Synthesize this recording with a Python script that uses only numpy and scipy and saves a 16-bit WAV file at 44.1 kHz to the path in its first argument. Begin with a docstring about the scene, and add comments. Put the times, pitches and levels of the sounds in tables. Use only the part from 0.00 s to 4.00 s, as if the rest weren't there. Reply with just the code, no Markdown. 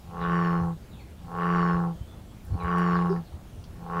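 """A bullfrog bellows four times from a reedy pond on a quiet day.
Each call is a train of pulses in uneven groups of three that ring the throat, over the deep hum of
the vocal sac. Small birds chirp far off, something gulps once and dry stems tick, all scattered by
the reeds. Light wind bumps the microphone over a low outdoor rumble."""
import sys
import numpy as np
from scipy import signal
from scipy.fft import rfft, irfft
from scipy.io import wavfile
from scipy.ndimage import uniform_filter1d

SR = 44100
rng = np.random.default_rng(int(sys.argv[2]) if len(sys.argv) > 2 else 0)


def master_out(mix):
    """Clip the mix to full scale and print it as 16-bit PCM to the path in sys.argv[1]."""
    frames = np.transpose(np.atleast_2d(mix))
    ceiling = np.clip(frames, -1, 1)
    pcm = np.round(ceiling * 32767).astype(np.int16)
    wavfile.write(sys.argv[1], SR, pcm)


N = 176400

# Each row: start in seconds, length in seconds, base pulse rate in Hz, rasp gain in dB, hum gain in dB.
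CALLS = [(0.028, 0.74, 86, -0.5, -2), (1.2005, 0.76, 86.7, 1, -1.5), (2.462, .775, 87.5, 0.5, -1.5),
         (3.747, 0.88, 86.2, 1.5, -0.5)]
# Each row: fraction of the call's length, throat gain in dB, effort in dB, sac gain in dB.
CALL_ENVELOPE = [(0, -26, -10.5, -31.5), (0.069, -13, -13, -20), (0.138, -4.5, -11.5, -17.5),
                 (0.198, -1, -6, -12.5), (0.279, 0.5, -1.5, -6), (.43, 0, 0, 0.7), (.6, 0.5, -1, 0.5),
                 (0.748, 1, -5, 0.5), (.89, 0.5, -11.5, -2), (.95, -13, -9, -6), (1, -35, -26, -17.5)]
# Each row: delay in ms, accent weight for one pulse of a group of three.
PULSE_TRIPLET = [(-.21, 1), (.06, -.5), (.16, -1)]
# Each row: frequency in Hz, throat gain at full effort in dB.
THROAT_RESPONSE = [(60, -32), (200, -15), (300, -8), (440, -3.5), (480, -4), (525, -5), (580, -10.5),
                   (660, -13), (740, -6.5), (815, -1.5), (870, -7), (950, -9.5), (1040, 1.5), (1145, 7),
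                   (1260, -7.5), (1440, -1), (1600, -9.5), (1760, -7), (1950, -18.5), (2080, -18.5),
                   (2300, -23.5), (2650, -26), (2890, -22.5), (3400, -36), (5500, -45.5), (9000, -69),
                   (16000, -75)]
# Each row: frequency in Hz, change of throat gain in dB per dB of effort.
EFFORT_SLOPE = [(300, 1.4), (440, 1.07), (520, -0.09), (640, 1.5), (810, -.15), (950, .5), (1120, 1.31),
                (1450, 1.5), (2000, 2), (3000, 1.9), (6000, 0.8)]
# Each row: mid-call frequency in Hz, width in Hz, relative level in dB.
WHEEZE_BANDS = [(4530, 240, -63), (5520, 330, -65), (6960, 420, -72)]
# Each row: start and length in seconds, first, middle and last pitch in Hz, relative level in dB,
# width in Hz.
BIRD_CHIRPS = [(0.199, .06, 4300, 3660, 3500, -55, 700), (.815, .035, 4690, 4600, 4550, -68, 60),
               (0.909, 0.079, 4100, 3550, 3570, -61.5, 500), (0.934, .045, 2970, 2700, 2530, -69, 150),
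               (0.987, .052, 3320, 4400, 2920, -66, 80), (0.981, 0.048, 2910, 2250, 1980, -60, 60),
               (1.976, 0.071, 3150, 3050, 3400, -64.5, 40), (2.067, 0.075, 3250, 3500, 3350, -64.5, 120),
               (2.534, 0.022, 4300, 4350, 4470, -63, 58.3), (2.589, 0.062, 2760, 2330, 2200, -52.5, 260),
               (2.593, .035, 4130, 3950, 3960, -57.5, 220), (2.94, 0.049, 5400, 4300, 3200, -55.5, 900),
               (3.087, 0.053, 5300, 4930, 4350, -58.5, 800), (3.245, 0.05, 4600, 4100, 3420, -63, 800),
               (3.5, 0.038, 3400, 3110, 3010, -71, 300)]
# Each row: start in seconds, level in dB, centre in Hz, spread in octaves.
STEM_TICKS = [(2.449, -55, 11500, .3), (2.465, -53.5, 7960, 0.44), (2.634, -56, 8500, .5),
              (2.782, -48, 8200, 0.65), (3.161, -37.5, 1300, 0.54), (3.640, -46.5, 3920, 0.39)]
# Each row: centre time in seconds, half length in seconds, level in dB, frequency in Hz.
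WIND_BUMPS = [(0.616, .025, -33.5, 86.3), (1.761, 0.022, -37.5, 61.5), (2.015, 0.017, -33, 79.8),
              (2.523, 0.011, -24, 79.3), (2.549, 0.0083, -23.5, 73.1), (2.654, 0.024, -30, 75.3),
              (3.345, 0.012, -39, 75.6), (3.585, 0.018, -38.5, 80.6)]
# Each row: frequency in Hz, relative spectral density in dB.
AIR_SPECTRUM = [(12, -62), (20, -15), (39, -10.5), (64, -2.5), (119, -10), (180, -14.5), (219, -14),
                (259, -22), (298, -19), (465, -26.5), (597, -27), (2030, -40), (3540, -41), (5230, -45.5),
                (15500, -50)]


def bullfrog_call(length_s, rate_hz, rasp_db, hum_db, rise_per_db=0.0011, sag_depth=0.07, sag_s=0.035):
    """Throat rasp and sac hum. Pitch rises with effort and sags as the air runs out."""
    t = np.arange(0, length_s, 1 / SR)
    fraction, *curves = np.transpose(CALL_ENVELOPE)
    throat_db, effort_db, sac_db = (np.interp(t / length_s, fraction, curve) for curve in curves)
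    sag = sag_depth * np.exp((t - length_s) / sag_s)
    cycles = np.cumsum(rate_hz * (1 + rise_per_db * effort_db - sag)) / SR
    rasp = throat_pulses(t, cycles, throat_db, effort_db) + wheeze(t, length_s, throat_db, effort_db)
    return amp(rasp_db) * rasp, amp(hum_db) * sac_hum(cycles, sac_db, effort_db)


def throat_pulses(t, cycles, throat_db, effort_db, gain_db=10.5, jitter_ms=0.053, shimmer_db=0.56):
    """One snap per cycle rings the throat. Triplet accents are strongest at low effort."""
    out = np.zeros(len(t))
    onsets = np.flatnonzero(np.diff(np.floor(cycles)))
    for k, i in enumerate(onsets):
        delay_ms, accent = PULSE_TRIPLET[k % len(PULSE_TRIPLET)]
        snap = fold_snap()
        delay_ms += jitter_ms * rng.standard_normal()
        start_s = t[i] + delay_ms / 1000 - len(snap) / 2 / SR
        accent_db = accent * (0.5 - 0.13 * effort_db[i])
        pulse_db = gain_db + throat_db[i] + accent_db + shimmer_db * rng.standard_normal()
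        add(out, start_s, -amp(pulse_db) * signal.fftconvolve(snap, throat_ring(effort_db[i])))
    return out


def fold_snap(puff_db=-20.5, puff_ms=1.57, low_cut_hz=1500, size=512):
    """One snap of the vocal folds inside a puff of turbulent air."""
    t_ms = (np.arange(size) - size // 2) * 1000 / SR
    hiss = signal.lfilter(*signal.butter(2, low_cut_hz, "high", fs=SR), rng.standard_normal(size))
    return (t_ms == 0) + amp(puff_db) * hiss * np.exp(-abs(t_ms) / puff_ms)


def throat_ring(effort_db, rise_per_db=0.0035, size=2048):
    """Minimum-phase impulse response of the throat: brighter and slightly higher with effort."""
    hz = np.fft.rfftfreq(size, 1 / SR) / (1 + rise_per_db * effort_db)
    gain_db = lookup(THROAT_RESPONSE, hz) + effort_db * lookup(EFFORT_SLOPE, hz)
    cepstrum = irfft(np.log(amp(gain_db)))
    cepstrum[1:size // 2] *= 2
    cepstrum[size // 2 + 1:] = 0
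    return irfft(np.exp(rfft(cepstrum)))


def sac_hum(cycles, sac_db, effort_db, gain_db=-21):
    """The vocal sac swings twice per pulse. Its octave grows with level and effort."""
    phase = 2 * np.pi * 2 * cycles
    octave_db = -15 + 1.36 * sac_db + 0.36 * effort_db
    return amp(gain_db) * (amp(sac_db) * np.sin(phase) + amp(octave_db) * np.sin(2 * phase))


def wheeze(t, length_s, throat_db, effort_db, peak_s=0.43, spread_s=0.13, fall_per_s=0.35):
    """Thin overtones that swell and slide down through the call."""
    envelope = np.exp(-0.5 * ((t - peak_s) / spread_s) ** 2) * amp(throat_db + 0.68 * effort_db)
    glide = 1 - fall_per_s * (t - length_s / 2)
    return envelope * sum(amp(db) * noise_band(hz * glide, width) for hz, width, db in WHEEZE_BANDS)


def gulp(start_s=3.094, start_hz=362, rise_hz_per_s=1150, swell_s=0.014, peak_db=-22.5):
    """A short, hollow, rising gulp from the pond."""
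    out, t = np.zeros(N), np.arange(SR // 5) / SR
    envelope = (t / swell_s) ** 2 * np.exp(2 * (1 - t / swell_s))
    phase = 2 * np.pi * np.cumsum(start_hz + rise_hz_per_s * t) / SR
    add(out, start_s, amp(peak_db) * envelope * np.sin(phase))
    return out


def stems(decay_s=0.0037, size=2048):
    """Dry stems tick: brief bursts of coloured noise."""
    out, t, hz = np.zeros(N), np.arange(size) / SR, np.fft.rfftfreq(size, 1 / SR)
    for start_s, db, centre_hz, spread_oct in STEM_TICKS:
        band = np.exp(-0.5 * (np.log2((hz + 1) / centre_hz) / spread_oct) ** 2)
        burst = unit_rms(irfft(rfft(rng.standard_normal(size)) * band))
        envelope = np.minimum(t * centre_hz / 2, 1) * np.exp(-t / decay_s)
        add(out, start_s, amp(db) * envelope * burst)
    return out


def birds():
    """Distant chirps, each a pure or raspy glide through three pitches."""
    out = np.zeros(N)
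    for start_s, length_s, *pitches_hz, db, width_hz in BIRD_CHIRPS:
        progress = np.linspace(0, 1, round(length_s * SR))
        hz = np.polyval(np.polyfit([0, 0.5, 1], pitches_hz, 2), progress)
        envelope = np.sqrt(abs(np.sin(np.pi * progress)))
        add(out, start_s, amp(db) * envelope * noise_band(hz, width_hz))
    return out


def reeds(x, t60_s, density=0.05, gap_s=0.002):
    """Scatter from the reeds and the bank: a short, sparse tail."""
    t = np.arange(SR // 2) / SR
    echoes = rng.standard_normal(len(t)) * (rng.random(len(t)) < density) * (t > gap_s)
    tail = echoes * amp(-60 * t / t60_s)
    return signal.fftconvolve(x, tail / np.linalg.norm(tail))[:N]


def wind(low_cut_hz=45):
    """Puffs of wind give the microphone soft, low bumps."""
    out, t = np.zeros(N), np.arange(-SR // 10, SR // 10) / SR
    for centre_s, half_s, db, hz in WIND_BUMPS:
        puff = noise_band(np.full(len(t), hz), width_hz=60) * np.exp(-0.5 * (t / half_s) ** 2)
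        rms = np.sqrt(np.sum(puff ** 2) / (2 * half_s * SR))
        add(out, centre_s + t[0], amp(db) * puff / rms)
    return signal.sosfilt(signal.butter(4, low_cut_hz, "high", fs=SR, output="sos"), out)


def air(level_db=-43.5, patch_db=1.55, swell_db=0.06, size=2048):
    """Low outdoor rumble and faint hiss, drifting in patches."""
    hop = size // 4
    hz, frames = np.fft.rfftfreq(size, 1 / SR), N // hop + 5
    real, imag, patches = rng.standard_normal((3, frames, len(hz)))
    patches = uniform_filter1d(patches, size=6, axis=0)
    patches = unit_rms(uniform_filter1d(patches, size=30, axis=1))
    swell = unit_rms(uniform_filter1d(rng.standard_normal(frames), size=14))[:, None]
    spectra = (real + 1j * imag) * amp(lookup(AIR_SPECTRUM, hz) + patch_db * patches - swell_db * swell)
    _, noise = signal.istft(spectra.T, nperseg=size, noverlap=size - hop)
    return amp(level_db) * unit_rms(noise[:N])


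def noise_band(hz, width_hz):
    """Narrow noise that follows a pitch curve."""
    offset_hz = np.fft.fftfreq(len(hz), 1 / SR)
    phasors = np.exp(2j * np.pi * rng.random(len(hz)))
    baseband = np.fft.ifft(phasors / (1 + (2 * offset_hz / width_hz) ** 2))
    carrier = np.exp(2j * np.pi * np.cumsum(hz) / SR)
    return unit_rms((baseband * carrier).real)


def amp(db):
    """Decibels to gain."""
    return 10 ** (np.asarray(db) / 20)


def unit_rms(x):
    """Scales to rms 1."""
    return x / np.sqrt(np.mean(x ** 2) + 1e-20)


def lookup(table, hz):
    """Interpolates on a log-frequency axis."""
    table_hz, values = np.transpose(table)
    return np.interp(np.log(hz + 1), np.log(table_hz + 1), values)


def add(mix, start_s, sound):
    """Mixes a sound in at a time."""
    part = mix[max(round(start_s * SR), 0):][:len(sound)]
    part += sound[:len(part)]


def scene():
    """The frog in front, everything else faint around it. 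Mono."""
    rasps, hums = np.zeros((2, N))
    for start_s, *call in CALLS:
        rasp, hum = bullfrog_call(*call)
        add(rasps, start_s, rasp)
        add(hums, start_s, hum)
    direct = rasps + gulp() + stems()
    chirps = birds()
    near = hums + direct + amp(-4.5) * reeds(direct, t60_s=0.11)
    far = amp(-1.5) * chirps + amp(-2) * reeds(chirps, t60_s=0.33)
    return (near + far + wind() + air())[None]


def record(dry):
    """Low-pass at 15.8 kHz."""
    low_pass = signal.firwin(511, 15800, window=("kaiser", 9), fs=SR)
    return signal.oaconvolve(dry, low_pass[None], "same")


dry = scene()
out = record(dry)
master_out(out)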